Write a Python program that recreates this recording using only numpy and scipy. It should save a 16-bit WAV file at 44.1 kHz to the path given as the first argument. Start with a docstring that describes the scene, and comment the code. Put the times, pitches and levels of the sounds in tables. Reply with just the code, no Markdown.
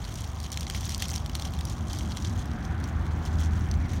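"""Crabs in a plastic mesh trap standing on asphalt, microphone just above it.
From the start, shells crackle and leg tips snap off the mesh or drag across it in short scrapes,
over a low rumble of wind. The snaps are loudest about a second in. Past halfway the crabs calm down,
while far off a wash of road noise and an engine hum grow, the hum peaking near the end."""
import sys
import numpy as np
from scipy import signal
from scipy.fft import rfft, irfft, next_fast_len
from scipy.io import wavfile

SR = 44100
rng = np.random.default_rng(int(sys.argv[2]) if len(sys.argv) > 2 else 0)


def generate_wav(sig):
    """Save sig (samples, or channels by samples) to the path in sys.argv[1] as 16-bit PCM at SR."""
    pcm = np.round(np.clip(np.atleast_2d(sig).T, -1, 1) * 32767).astype(np.int16)
    wavfile.write(sys.argv[1], SR, pcm)


N = 176400
T = np.arange(N) / SR

# resonances of shell and mesh: frequency_hz, gain_db
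TRAP_RESONANCES = [(600,-15),(1300,-11.5),(2050,-3.5),(2550,-6),(3200,0),(4100,0.5),(4900,-4),(5700,3.5),(6400,1.5),(7700,-7.5),(9400,-4.5),(10400,-14),(12000,-10),(15800,-18)]


def leg_snaps():
    """A leg tip or claw snaps off the mesh right under the microphone and rings it briefly."""
    # start_s, level_db, ring_hz, knock_db, click_db, sparkle_db (the last three relative to level_db)
    snaps = [(0.1408, -31.5, 6500, -26, -10, -13), (0.157, -28.5, 5800, -23, -11, -16),
             (0.2066, -30.5, 3970, -24, -13, -11.5), (0.4017, -29, 4850, -15, -10, -15),
             (0.4302, -32.5, 5600, -16, -12, -13), (0.4395, -30.5, 5590, -24, -7.5, -18),
             (0.4616, -34, 3330, -7, -12, -25), (0.5028, -33, 6030, -11, -10, -18),
             (0.5182, -19, 7050, -27, -14.5, -18), (0.5275, -26, 4700, -25, -9, -13),
             (0.5737, -18, 4330, -10, -13, -22), (0.597, -27, 6260, -27, -12, -16),
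             (0.6085, -24, 6800, -14, -9.5, -14), (0.6303, -25, 5770, -12, -12, -20),
             (0.6679, -30, 2100, -3, -7.5, -30), (0.6994, -18.5, 3300, -9.5, -14.5, -16.5),
             (0.7092, -27, 3100, -12, -11, -20), (0.7482, -22.5, 3530, -6.5, -27, -21),
             (0.8083, -24, 6400, -36, -12.5, -15), (0.854, -27, 3190, -23, -8.5, -11),
             (0.8933, -17, 5850, -18, -12.5, -19), (0.905, -27, 4360, -13, -20, -17),
             (0.92, -28, 3360, -13, -11, -16), (0.9464, -16, 5130, -17, -11.5, -23),
             (0.9793, -25.5, 6140, -23, -12, -12), (1.0226, -11.5, 3134, -13, -15.5, -20.5),
             (1.0536, -28.5, 6300, -7, -20, -17), (1.0834, -25, 5570, -19, -11, -12.5),
             (1.0919, -24.5, 2120, -11, -16, -19), (1.1007, -22, 5390, -29, -14, -17),
             (1.1069, -27, 6260, -31, -5, -21), (1.1342, -25.5, 3400, -13, -17, -15),
             (1.1598, -10.5, 5740, -20, -16.5, -25), (1.261, -25.5, 3650, -10.5, -14, -18),
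             (1.2963, -28.5, 3180, -7.5, -14, -18), (1.3523, -16, 4460, -10.5, -42, -15.5),
             (1.397, -26, 4700, -10.5, -12, -17.5), (1.4222, -23.5, 3640, -10, -11, -19),
             (1.4527, -24.5, 4330, -11, -11, -22), (1.537, -28.5, 5660, -10, -18, -17),
             (1.5899, -31, 3630, -7.5, -17, -11.5), (1.6098, -29, 3800, -6, -11, -15),
             (1.6526, -22, 5990, -22, -12, -15), (1.6984, -30, 3420, -21, -9.5, -12),
             (1.932, -23, 5900, -30, -10.5, -18), (1.987, -24.5, 3720, -18, -11, -18),
             (2.0088, -27, 3300, -9, -16, -32), (2.1193, -30, 3170, -7, -11, -32),
             (2.171, -23, 3350, -9, -10.5, -21), (2.2483, -22, 3700, -11.5, -13, -33),
             (2.2711, -30, 6155, -25, -7.5, -31), (2.2964, -35.5, 2210, -21, -8, -18),
             (2.4572, -33.5, 6010, -16, -11, -15), (2.515, -32.5, 2117, -9.5, -21, -32),
             (2.6509, -29.5, 6350, -28, -10.5, -29), (2.8015, -48, 2430, 1, -3, -5),
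             (2.8399, -28, 6140, -16, -10.5, -19), (3.066, -39, 2216, -8, -13, -16),
             (3.252, -33.5, 5960, -32, -6.5, -19), (3.7135, -21, 6270, -16, -11.5, -24),
             (3.7399, -33.5, 2310, -8, -18, -17)]
    registers = [signal.butter(4, 4500, "low", fs=SR, output="sos"),   # knock
                 signal.butter(4, [4500, 8000], "band", fs=SR, output="sos"),   # click
                 signal.butter(4, 8000, "high", fs=SR, output="sos")]   # sparkle
    weights_db = (18.5, 19.5, 19)
    out = np.zeros(N + SR)
    for start_s, level_db, ring_hz, *balance_db in snaps:
        start = int(start_s * SR)
        force = slip(chatter_db=-13, chatter_t60_s=0.008)   # drier than a small tick
        hit = coloured(force + 0.055 * ring(force, ring_hz, t60_s=0.0099), TRAP_RESONANCES)
        for register, share_db, weight_db in zip(registers, balance_db, weights_db):
            part = signal.sosfilt(register, hit)
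            gain = from_db(level_db + share_db + weight_db)
            out[start:start + len(hit)] += gain * part / np.linalg.norm(part)
    return out[:N]


def scrabbling(legs=24):
    """Small ticks from many legs, each ringing the trap its own way, over the grit of sliding shell."""
    steps = impulses(per_s=260, spread_db=4)
    which_leg = rng.integers(0, legs, N)
    ticks = np.zeros(N)
    for leg, ring_hz in enumerate(np.geomspace(2800, 12000, legs)):
        force = slip(chatter_db=-18.5, chatter_t60_s=0.014)
        colour = [(hz, db + 5.5 * rng.standard_normal()) for hz, db in TRAP_RESONANCES]
        tick = coloured(force + 0.39 * ring(force, ring_hz, t60_s=6.2 / ring_hz), colour)
        ticks += signal.oaconvolve(steps * (which_leg == leg), rms_one(tick))[:N]
    grit = coloured(impulses(per_s=2200, spread_db=6.5), TRAP_RESONANCES) * stutter()
    crackle = from_db(0.5) * rms_one(ticks) + from_db(-4.5) * rms_one(grit)
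    return pressed(crackle, effort())


def slip(chatter_db, chatter_t60_s, samples=2600):
    """A sharp impulse as the tip lets go, with a short chatter and a faint, longer shiver of the mesh."""
    fall_db = -60 * T[:samples]
    chatter = from_db(chatter_db + fall_db / chatter_t60_s)
    shiver = from_db(-30.5 + fall_db / 0.059)
    force = rng.standard_normal(samples) * (chatter + shiver)
    force[0] = rng.choice([-1, 1])
    return force


def effort(edge_s=0.0088):
    """Strength of the scrabbling: the power of each scrape adds to that of the constant stirring."""
    # restless stirring of all the crabs: time_s, level_db
    stirring = [(0,-51),(.24,-49.5),(.33,-55),(.41,-53),(.5,-56.5),(.57,-50),(.81,-49),(.92,-44),(.97,-50.5),(1.15,-47.5),(1.25,-55),(1.42,-52),(1.62,-54),(1.8,-55.5),(2.0,-50.5),(2.3,-51.5),(2.52,-58.5),(3.13,-61),(3.35,-54),(4,-59.5)]
    # a leg drags over the plastic: start_s, length_s, level_db
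    scrapes = [(0.029,0.035,-48),(0.14,0.12,-57),(0.424,0.054,-46),(0.517,0.033,-43),(0.728,0.074,-48),(.835,0.042,-47),(0.9,0.04,-44),(0.991,0.076,-42.5),(1.107,0.025,-44),(1.131,0.058,-41),(1.345,0.018,-40),(1.44,0.041,-47),(1.661,0.091,-51.5),(1.869,0.12,-49.5),(1.982,0.064,-51),(2.083,0.059,-55.5),(2.167,0.015,-47),(2.2,0.095,-50),(2.36,0.076,-55.5),(2.639,0.035,-53),(2.84,0.063,-54.5),(3.045,.03,-58),(3.25,0.035,-49.5),(3.38,0.088,-50.5),(3.88,.11,-51.5)]
    power = from_db(in_time(stirring)[0]) ** 2
    for start_s, length_s, level_db in scrapes:
        swell = np.clip(np.minimum(T - start_s, start_s + length_s - T) / edge_s, 0, 1)
        power += (from_db(level_db) * swell) ** 2
    return np.sqrt(power)


def stutter(top_hz=45, depth_db=2.0):
    """Quick random swings of gain as the legs catch and let go."""
    swing = signal.sosfilt(signal.butter(2, top_hz, fs=SR, output="sos"), rng.standard_normal(N))
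    return from_db(depth_db * rms_one(swing))


def pressed(crackle, strength, treble_hz=7600, full_effort_db=-52):
    """The gentler the contact, the quieter it is and the less treble it keeps."""
    dull = signal.sosfilt(signal.butter(1, treble_hz, fs=SR, output="sos"), crackle)
    treble_gain = np.minimum(strength / from_db(full_effort_db), 1) ** 0.12
    return strength * (dull + treble_gain * (crackle - dull))


def wind():
    """Moving air rumbles low, rising and falling."""
    # spectrum of the rumble: frequency_hz, relative_db
    spectrum = [(18,-33),(35,-14.5),(50,-1.5),(68,-1),(100,-3),(130,-8),(220,-17.5),(320,-22.5),(450,-36.5),(700,-41.5),(1500,-61)]
    # gusts: time_s, level_db
    gusts = [(0,-33.5),(.35,-38),(.7,-34),(1.3,-35.5),(1.9,-32),(2.2,-32),(2.35,-29),(2.55,-34),(2.75,-32),(3.05,-30.5),(3.8,-29),(4,-28.5)]
    return from_db(in_time(gusts)[0]) * noise(spectrum)


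def distant_road():
    """Far tyre roar with a low body, a hollow drone in it and a brighter wash that swells."""
    # spectra of the road noise bands: frequency_hz, relative_db
    roar = [(150,-7),(350,-8),(520,-5),(760,-0.5),(900,-2.5),(1100,-2),(1500,-9),(2200,-17.5),(3500,-21),(7000,-35.5),(11000,-42),(15000,-38)]
    wash = [(600,-36),(1050,-6),(1500,8.5),(1900,2),(2600,-10),(4000,-18.5),(8000,-80.5)]
    drone = [(600,-22.5),(700,0.5),(760,10),(830,-4.5),(950,-21.5)]
    wash_top = [(1200,-27.5),(1750,-5.5),(2300,-7),(3000,-23.5),(5000,-30)]
    body = [(100,-22),(150,1.5),(225,1.5),(270,-6.5),(350,-7.5),(450,-21),(700,-44.5)]
    # swell of the roar and wash: time_s, roar_db, wash_db
    road_levels = [(0,-48.5,-59),(.8,-48,-86),(1.5,-46,-69),(2.1,-46.5,-58),(2.75,-46,-47.5),(3.2,-44,-53),(3.55,-46.5,-48.5),(4,-46.5,-56.5)]
    # swell of the other bands: time_s, level_db
    drone_levels = [(0,-61),(1.6,-58),(2.15,-64),(2.55,-50),(2.85,-61),(3.25,-50.5),(3.6,-58),(4,-55)]
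    wash_top_levels = [(0,-60.5),(2.1,-73),(2.7,-60.5),(3.2,-61),(3.55,-63),(3.72,-56),(3.88,-51.5),(4,-57)]
    body_levels = [(0,-50),(1.0,-46.5),(1.7,-44.5),(2.1,-38),(2.4,-42),(2.8,-39.5),(3.3,-40.5),(4,-39.5)]
    roar_db, wash_db = in_time(road_levels)
    bands = [(roar, roar_db), (wash, wash_db), (drone, in_time(drone_levels)[0]),
             (wash_top, in_time(wash_top_levels)[0]), (body, in_time(body_levels)[0])]
    return sum(from_db(level_db) * noise(spectrum) for spectrum, level_db in bands)


def distant_engine():
    """A far engine hums in three harmonics, its pitch creeping up."""
    # course of the hum: time_s, pitch_hz, level_db
    course = [(0,73.74,-43),(1.3,76.2,-35),(1.55,76,-34),(1.9,78.23,-40.5),(2.82,77.4,-36.5),(3.2,78.55,-31),(3.4,79.23,-25.5),(3.87,78.74,-28.5),(4,81.3,-35)]
    # engine harmonics: multiple, relative_db
    harmonics = [(1,0.5),(2,-15),(3,-21.5)]
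    pitch_hz, level_db = in_time(course)
    phase = 2 * np.pi * np.cumsum(pitch_hz) / SR
    hum = sum(from_db(db) * np.sin(multiple * phase + 2 * np.pi * rng.random())
              for multiple, db in harmonics)
    return from_db(level_db) * rms_one(hum)


def from_db(db):
    """Decibels to gain."""
    return 10 ** (np.asarray(db) / 20)


def rms_one(x):
    """Scale to an rms of one."""
    return x / np.sqrt(np.mean(x ** 2) + 1e-20)


def in_time(rows):
    """Each column of a curve, at every sample."""
    time_s, *columns = np.transpose(rows)
    return [np.interp(T, time_s, column) for column in columns]


def coloured(x, spectrum):
    """Causal (minimum-phase) filter with the given spectrum."""
    size = 2 * next_fast_len(len(x))
    hz, db = np.transpose(spectrum)
    bins_hz = np.maximum(np.arange(size // 2 + 1) * SR / size, 1)
    gain = from_db(np.interp(np.log(bins_hz), np.log(hz), db))
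    cepstrum = irfft(np.log(gain))
    cepstrum[1:size // 2] *= 2
    cepstrum[size // 2 + 1:] = 0
    return irfft(rfft(x, size) * np.exp(rfft(cepstrum)))[:len(x)]


def noise(spectrum):
    """Steady noise of rms one, falling 24 dB an octave above the last point of its spectrum."""
    top_hz, top_db = spectrum[-1]
    skirt = (SR, top_db - 24 * np.log2(SR / top_hz))
    return rms_one(coloured(rng.standard_normal(N), [*spectrum, skirt]))


def ring(force, hz, t60_s):
    """One resonance: a unit impulse starts a decaying sine of height one."""
    decay = from_db(-60 / (t60_s * SR))
    angle = 2 * np.pi * hz / SR
    return signal.lfilter([0, np.sin(angle)], [1, -2 * decay * np.cos(angle), decay ** 2], force + 1e-18)


def impulses(per_s, spread_db):
    """Random impulses, many small and a few large, capped in size."""
    sizes = from_db(spread_db * np.minimum(rng.exponential(1, N), 2.02))
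    return sizes * rng.choice([-1, 1], N) * (rng.random(N) < per_s / SR)


def scene():
    """The trap close under one microphone, wind and far traffic behind it."""
    return (wind() + distant_road() + distant_engine() + scrabbling() + leg_snaps())[None]


def record(dry):
    """The recorder cuts off steeply above 15850 Hz."""
    return signal.sosfilt(signal.ellip(10, 0.1, 80, 15850, fs=SR, output="sos"), dry)


dry = scene()
out = record(dry)
generate_wav(out)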